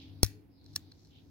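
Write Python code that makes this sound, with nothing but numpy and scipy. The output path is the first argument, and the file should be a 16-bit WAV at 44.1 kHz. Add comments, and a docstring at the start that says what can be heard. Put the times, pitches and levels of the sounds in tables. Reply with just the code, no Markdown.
"""A low hum in a quiet room, and fingers rubbing faintly on a small metal object close to the microphone. The
object snaps shut: a quick cluster of contacts rings the case, the hand takes a dull thump and a few lighter
contacts follow. The case ticks in the grip, and a lighter release leaves the spring singing. Snap and release
both echo briefly off the walls."""
import sys
import numpy as np
from scipy import signal
from scipy.fft import rfft, irfft
from scipy.io import wavfile

SR = 44100
rng = np.random.default_rng(int(sys.argv[2]) if len(sys.argv) > 2 else 0)


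def pcm_store(signal):
    """Save signal as 16-bit PCM."""
    levels = np.round(np.clip(np.atleast_2d(signal), -1, 1) * 32767)
    wavfile.write(sys.argv[1], SR, levels.astype(np.int16).T)


N = 57330
T = np.arange(N) / SR
SHORT_T = T[:8192]
HZ = np.fft.rfftfreq(N, 1 / SR)


def amp(db):
    """Decibels to gain."""
    return 10 ** (np.asarray(db) / 20)


def unit(x):
    """Scales to rms 1."""
    return x / np.sqrt(np.mean(x ** 2) + 1e-20)


def curve(points, hz):
    """Interpolates on a log-frequency axis."""
    knots_hz, values = np.transpose(points)
    return np.interp(np.log(hz + 1), np.log(knots_hz + 1), values)


def envelope(points):
    """Gain over time from (s, dB) points."""
    return amp(np.interp(T, *np.transpose(points)))


def colour(x, points):
    """Minimum-phase filter from (Hz, dB) points."""
    size = 2 * len(x)
    log_gain = np.log(amp(curve(points, abs(np.fft.fftfreq(size, 1 / SR)))))
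    response = np.exp(np.conj(signal.hilbert(log_gain)))[:len(x) + 1]
    return irfft(rfft(x, size) * response)[:len(x)]


def delay(x, lag_s):
    """Fractional-sample delay."""
    size = 2 * x.shape[-1]
    shift = np.exp(-2j * np.pi * np.fft.rfftfreq(size, 1 / SR) * lag_s)
    return irfft(rfft(x, size) * shift)[..., :x.shape[-1]]


def place(x, start_s):
    """Puts a short sound on the time line."""
    out = np.zeros(x.shape[:-1] + (N,))
    part = out[..., max(round(start_s * SR), 0):][..., :x.shape[-1]]
    part += x[..., :part.shape[-1]]
    return out


def noise(gain):
    """Noise with the given gain per frequency, rms 1."""
    return unit(irfft(rfft(rng.standard_normal(N)) * gain, N))


def sine(hz):
    """Sine that follows a frequency track."""
    return np.sin(2 * np.pi * np.cumsum(hz) / SR)


def ring(modes):
    """Dying sines of a struck object."""
    return sum(amp(db - 60 * SHORT_T / t60_s) * np.sin(2 * np.pi * hz * SHORT_T)
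               for hz, db, t60_s in modes)


def swell(middle_s, sigma_s, db, hz, sigma_octaves):
    """A band of noise that rises and falls."""
    band = noise(np.exp(-.5 * (np.log2((HZ + 1) / hz) / sigma_octaves) ** 2))
    return amp(db) * np.exp(-.5 * ((T - middle_s) / sigma_s) ** 2) * band


# Room noise spectrum. Each row: frequency in Hz, relative density in dB.
AIR_SPECTRUM = [(20, -21.5), (45, -10), (75, -0.5), (120, -6), (200, -6), (290, -6.5), (420, -14.5),
                (580, -22.5), (820, -22), (1150, -32), (2400, -33.5), (4000, -41.5), (7800, -52),
                (12000, -41.5), (16000, -43)]
# Likeness of the channels. Each row: frequency in Hz, correlation.
AIR_CORRELATION = [(50, 0.86), (300, 0.33), (1000, 0.2), (4000, 0.15), (15000, 0.24)]
# Balance. Each row: frequency in Hz, left over right in dB.
AIR_PAN = [(60, 1.5), (130, 2), (290, -4), (1000, -1.5), (15000, -5)]
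# Room noise level. Each row: time in seconds, level in dB.
AIR_LEVEL = [(0, -59), (.2, -57.5), (.4, -60), (.58, -63.5), (.75, -59), (.95, -61.5), (1.3, -61.5)]
def room_noise():
    """Low noise, most alike left and right in the bass."""
    correlation = np.clip(curve(AIR_CORRELATION, HZ), -1, 1)
    left, independent = rfft(rng.standard_normal((2, N)))
    right = correlation * left + np.sqrt(1 - correlation ** 2) * independent
    pan = amp(curve(AIR_PAN, HZ) / 2)
    spectra = np.array([left * pan, right / pan]) * amp(curve(AIR_SPECTRUM, HZ))
    return envelope(AIR_LEVEL) * unit(irfft(spectra, N))


# Hum lines. Each row: frequency in Hz, base level in dB, rms waver in Hz.
HUM_LINES = [(78.07, -68, 12), (150.7, -69, 2.2), (267.4, -69, 7), (302.6, -69.5, 5.6)]
# Shared gain of those lines. Each row: time in seconds, gain in dB.
HUM_GAIN = [(0, 5.5), (.16, 6.5), (.33, 1.5), (.55, -4), (.76, 3), (1.0, -6.5), (1.3, 0)]
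# Mains line, the strongest. Each row: time in seconds, left level in dB.
MAINS_LEVEL = [(0, -73.5), (.1, -48.5), (.38, -55), (.5, -72.5), (.62, -60.5), (.73, -51.5), (.88, -58.5),
               (.98, -71.5), (1.3, -56.5)]
def hum(mains_hz=99.85, mains_waver_hz=1.5, mains_right_db=-8, flutter_db=2.5):
    """Mains hum and four weaker lines waver in pitch and level."""
    slow = np.exp(-(HZ / 12) ** 2)
    lines = sum(amp(db + flutter_db * noise(slow)) * unit(sine(hz + waver_hz * noise(slow)))
                for hz, db, waver_hz in HUM_LINES)
    mains = envelope(MAINS_LEVEL) * unit(sine(mains_hz + mains_waver_hz * noise(slow)))
    return envelope(HUM_GAIN) * lines + np.array([mains, amp(mains_right_db) * mains])


# Finger rubs. Each row: middle and sigma in seconds, level in dB, centre in Hz, sigma in octaves.
RUBS = [(-0.012, 0.076, -58, 3430, 0.439), (0.185, .07, -72, 4140, .3), (0.554, 0.031, -76.5, 4994, 0.075),
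        (0.634, 0.048, -71.5, 4140, 0.15), (0.733, 0.062, -70.5, 4470, 0.383),
        (0.864, 0.091, -72, 4158, 0.27), (1.025, 0.071, -73, 4840, 0.37), (1.167, 0.0384, -65, 3314, 0.309),
        (1.234, 0.2, -77, 4620, 0.4)]
def finger_rubs(grain_db=1.5, grain_hz=200):
    """Skin slides on the case: soft swells of grainy hiss."""
    grain = amp(grain_db * noise(1 / (1 + (HZ / grain_hz) ** 2)))
    return grain * np.array([sum(swell(*row) for row in RUBS) for port in range(2)])


# Blip. One row: start and length in seconds, level in dB, frequency and its rise in Hz.
BLIP = (.01, 0.0016, -51.5, 275, 22)
def low_blip():
    """A faint blip, under one cycle of a low tone."""
    start_s, length_s, db, hz, rise_hz = BLIP
    arch = np.sin(np.pi * np.clip((T - start_s) / length_s, 0, 1))
    return amp(db) * arch * sine(hz + rise_hz * arch)


# Case modes. Each row: frequency in Hz, level in dB, T60 in seconds.
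CASE_MODES = [(1770, -36, 0.023), (2760, -31.5, 0.0094), (3415, -26.5, 0.022), (4243, -21.5, .0125),
              (5450, -15, 0.0023), (5622, -27.5, 0.022), (6100, -33.5, .015), (6690, -45, 0.015),
              (8000, -34, 0.006), (9184, -16.5, 0.0018), (9940, -38, 0.027), (12600, -35.5, .01),
              (15900, -33.5, .006)]
def contact(tone, impulse_db=-6.5, grit_db=-17.5, grit_decay_s=.0005):
    """One contact: a sharp impulse, a little grit and a ring of the case."""
    impulse = amp(impulse_db) * (SHORT_T == 0)
    grit = amp(grit_db) * np.exp(-SHORT_T / grit_decay_s) * rng.standard_normal(len(SHORT_T))
    return colour(impulse + ring(CASE_MODES) + grit, tone)


def click(contacts, tone):
    """A quick cluster of contacts, each with its own grit."""
    return sum(place(amp(db) * contact(tone), start_s) for start_s, db in contacts)


# Snap contacts. Each row: start in seconds, gain in dB.
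SNAP_CONTACTS = [(.2267, -38), (.22995, -16), (.2311, -12.5), (.23154, 3), (.2327, -9.5), (.2341, -7)]
# Further snap contacts, just after the first cluster, with the same case ring and colour. Each row: start in
# seconds, gain in dB.
LATER_SNAP_CONTACTS = [(0.245, -18.5), (0.2483, -19), (0.2639, -25.5)]
# Colour of both. Each row: frequency in Hz, gain in dB.
SNAP_TONE = [(700, -7.5), (1200, 1), (1550, -4), (2050, 3), (2700, -9.5), (4200, 1.5), (5600, 6), (7200, 1),
             (10000, 1), (12500, 6.5), (16000, 10.5)]
def snap():
    """The case shuts hard, and a few lighter contacts follow with the same ring."""
    return click(SNAP_CONTACTS + LATER_SNAP_CONTACTS, SNAP_TONE)


# Push at the left, then right port. Each row: gain in dB, bass roll-off in Hz.
PUSH_PORTS = [(-7.5, 55), (-12.5, 210)]
# Thump modes. Each row: frequency in Hz, level in dB, T60 in seconds.
THUMP_MODES = [(66, -27.5, .13), (100.7, -19.5, .14)]
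def thump(start_s=.2313, rise_s=.00067, roundness=.89, ring_lag_s=.0032, ring_right_db=-22.5):
    """The snap jolts the hand: one short push and a low ring, mostly on the left."""
    age = SHORT_T / rise_s
    pulse = (age * np.exp(1 - age)) ** roundness
    push = np.array([amp(db) * signal.lfilter(*signal.butter(2, hz, "highpass", fs=SR), pulse)
                     for db, hz in PUSH_PORTS])
    low_ring = delay(ring(THUMP_MODES), ring_lag_s)
    return place(np.array([low_ring, amp(ring_right_db) * low_ring]) - push, start_s)


# Wall reflections. Each row: delay in seconds, gain in dB.
ECHOES = [(.0062, -25.5), (.0105, -22.5), (.0138, -22.5), (.0168, -23), (.0325, -29.5)]
# Tail decay. Each row: frequency in Hz, T60 in seconds.
ROOM_T60 = [(200, 0.36), (2000, .34), (4500, 0.34), (6500, .28), (15000, 0.23)]
def room(x, tail_db=-19, scatter_s=.0013):
    """A few scattered wall reflections and a short diffuse tail."""
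    hz, t, spectra = signal.stft(rng.standard_normal((2, N // 2)), SR, nperseg=256)
    decay = amp(-60 * t / curve(ROOM_T60, hz)[:, None])
    tail = signal.istft(spectra * decay, SR, nperseg=256)[1]
    response = place(amp(tail_db) * tail / np.linalg.norm(tail[0]), 0)
    for delay_s, db in ECHOES:
        scatter = rng.standard_normal((2, len(SHORT_T))) * np.exp(-SHORT_T / scatter_s)
        response += place(amp(db) * scatter / np.linalg.norm(scatter[0]), delay_s)
    return signal.fftconvolve(x[None], response, axes=1)[:, :N]


def crack(contacts, tone):
    """The broad crack that a click sends into the room."""
    pulse = colour(1. * (SHORT_T == 0), tone)
    return sum(place(amp(db) * pulse, start_s) for start_s, db in contacts)


# Low swell. One row: middle and sigma in seconds, level in dB, centre in Hz, sigma in octaves.
LOW_SWELL = (.36, .05, -61, 405, .06)
def low_swell():
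    """A narrow, low band of noise swells once after the snap."""
    return swell(*LOW_SWELL)


# Grip ticks. Each row: start in seconds, gain in dB, low-pass cutoff in Hz.
TICKS = [(.643, -46, 16060), (0.6626, -36, 7000), (0.72, -53, 8000), (.732, -43, 7000), (0.736, -43, 9000),
         (0.9172, -35.5, 4200), (0.9198, -29, 4200), (0.995, -45, 6160), (1.049, -42, 6500),
         (1.057, -46, 8000), (1.072, -47, 9100)]
# Tick colour. Each row: frequency in Hz, gain in dB.
TICK_TONE = [(100, -26), (1700, 0), (3000, -14), (4300, 9.5), (6000, -2), (9000, -3), (16000, 9)]
def grip_ticks():
    """The case shifts in the grip: faint, scattered ticks, the loudest ones dullest."""
    tick = contact(TICK_TONE)
    return sum(place(amp(db) * signal.lfilter(*signal.butter(2, hz, fs=SR), tick), start_s)
               for start_s, db, hz in TICKS)


# Release contacts. Each row: start in seconds, gain in dB.
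RELEASE_CONTACTS = [(.7532, -35), (.758, -26), (.75945, -21), (.761, -27), (.7615, -7), (.7628, -46),
                    (.76405, -17.5), (.766, -42)]
# Release colour. Each row: frequency in Hz, gain in dB.
RELEASE_TONE = [(200, -26), (550, -16), (850, -4.5), (1200, 2.5), (1520, -9), (1750, 7.5), (2250, -24.5),
                (2750, -1), (3100, -13.5), (4200, 2), (5400, 4.5), (7200, -5.5), (10000, 2), (16000, 5.5)]
# Spring modes. Each row: frequency in Hz, level in dB, T60 in seconds.
SPRING_MODES = [(6820, -54.5, 0.071), (7350, -58, 0.09), (5670, -54, 0.033)]
def release():
    """A lighter click whose hardest contact sets the spring singing."""
    hardest_s = max(RELEASE_CONTACTS, key=lambda row: row[1])[0]
    return click(RELEASE_CONTACTS, RELEASE_TONE) + place(ring(SPRING_MODES), hardest_s)


# What each microphone port hears of the case. Each row: frequency in Hz, gain in dB.
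LEFT_PORT = [(1200, -7.5), (3000, -4), (4400, 0.64), (6500, 6.5), (8400, -26.5), (10500, -5), (13000, -7.5),
             (16000, -5.6)]
RIGHT_PORT = [(1200, -8.5), (3000, -5.5), (4400, -1.5), (6500, 6.5), (8400, 4.7), (10500, 5.5), (13000, 0),
              (16000, 2)]
# Colour each click sends into the room. Each row: frequency in Hz, gain in dB.
SNAP_ROOM_TONE = [(200, -9), (1200, -8), (1700, 3.5), (2300, 3), (3100, -2), (4300, 3.5), (6500, 3),
                  (8000, -5), (9500, 0.5), (12000, -0.5), (15500, 0.5)]
RELEASE_ROOM_TONE = [(200, -17), (1700, -4.5), (4200, -2), (6000, -3), (9500, -9.5), (15000, -3.5)]
def scene(right_lag_s=.00009):
    """The clicks reach the two ports directly and by way of the room, over the quieter sounds."""
    case = snap() + release() + grip_ticks()
    direct = np.array([colour(case, LEFT_PORT), delay(colour(case, RIGHT_PORT), right_lag_s)])
    reverb = room(crack(SNAP_CONTACTS, SNAP_ROOM_TONE) + crack(RELEASE_CONTACTS, RELEASE_ROOM_TONE))
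    return direct + reverb + thump() + finger_rubs() + room_noise() + hum() + low_swell() + low_blip()


def record(dry, cutoff_hz=16400):
    """A steep low-pass trims the highest treble."""
    lowpass = signal.firwin(151, cutoff_hz, window=("kaiser", 8), fs=SR)
    return signal.oaconvolve(dry, lowpass[None], "same")


dry = scene()
out = record(dry)
pcm_store(out)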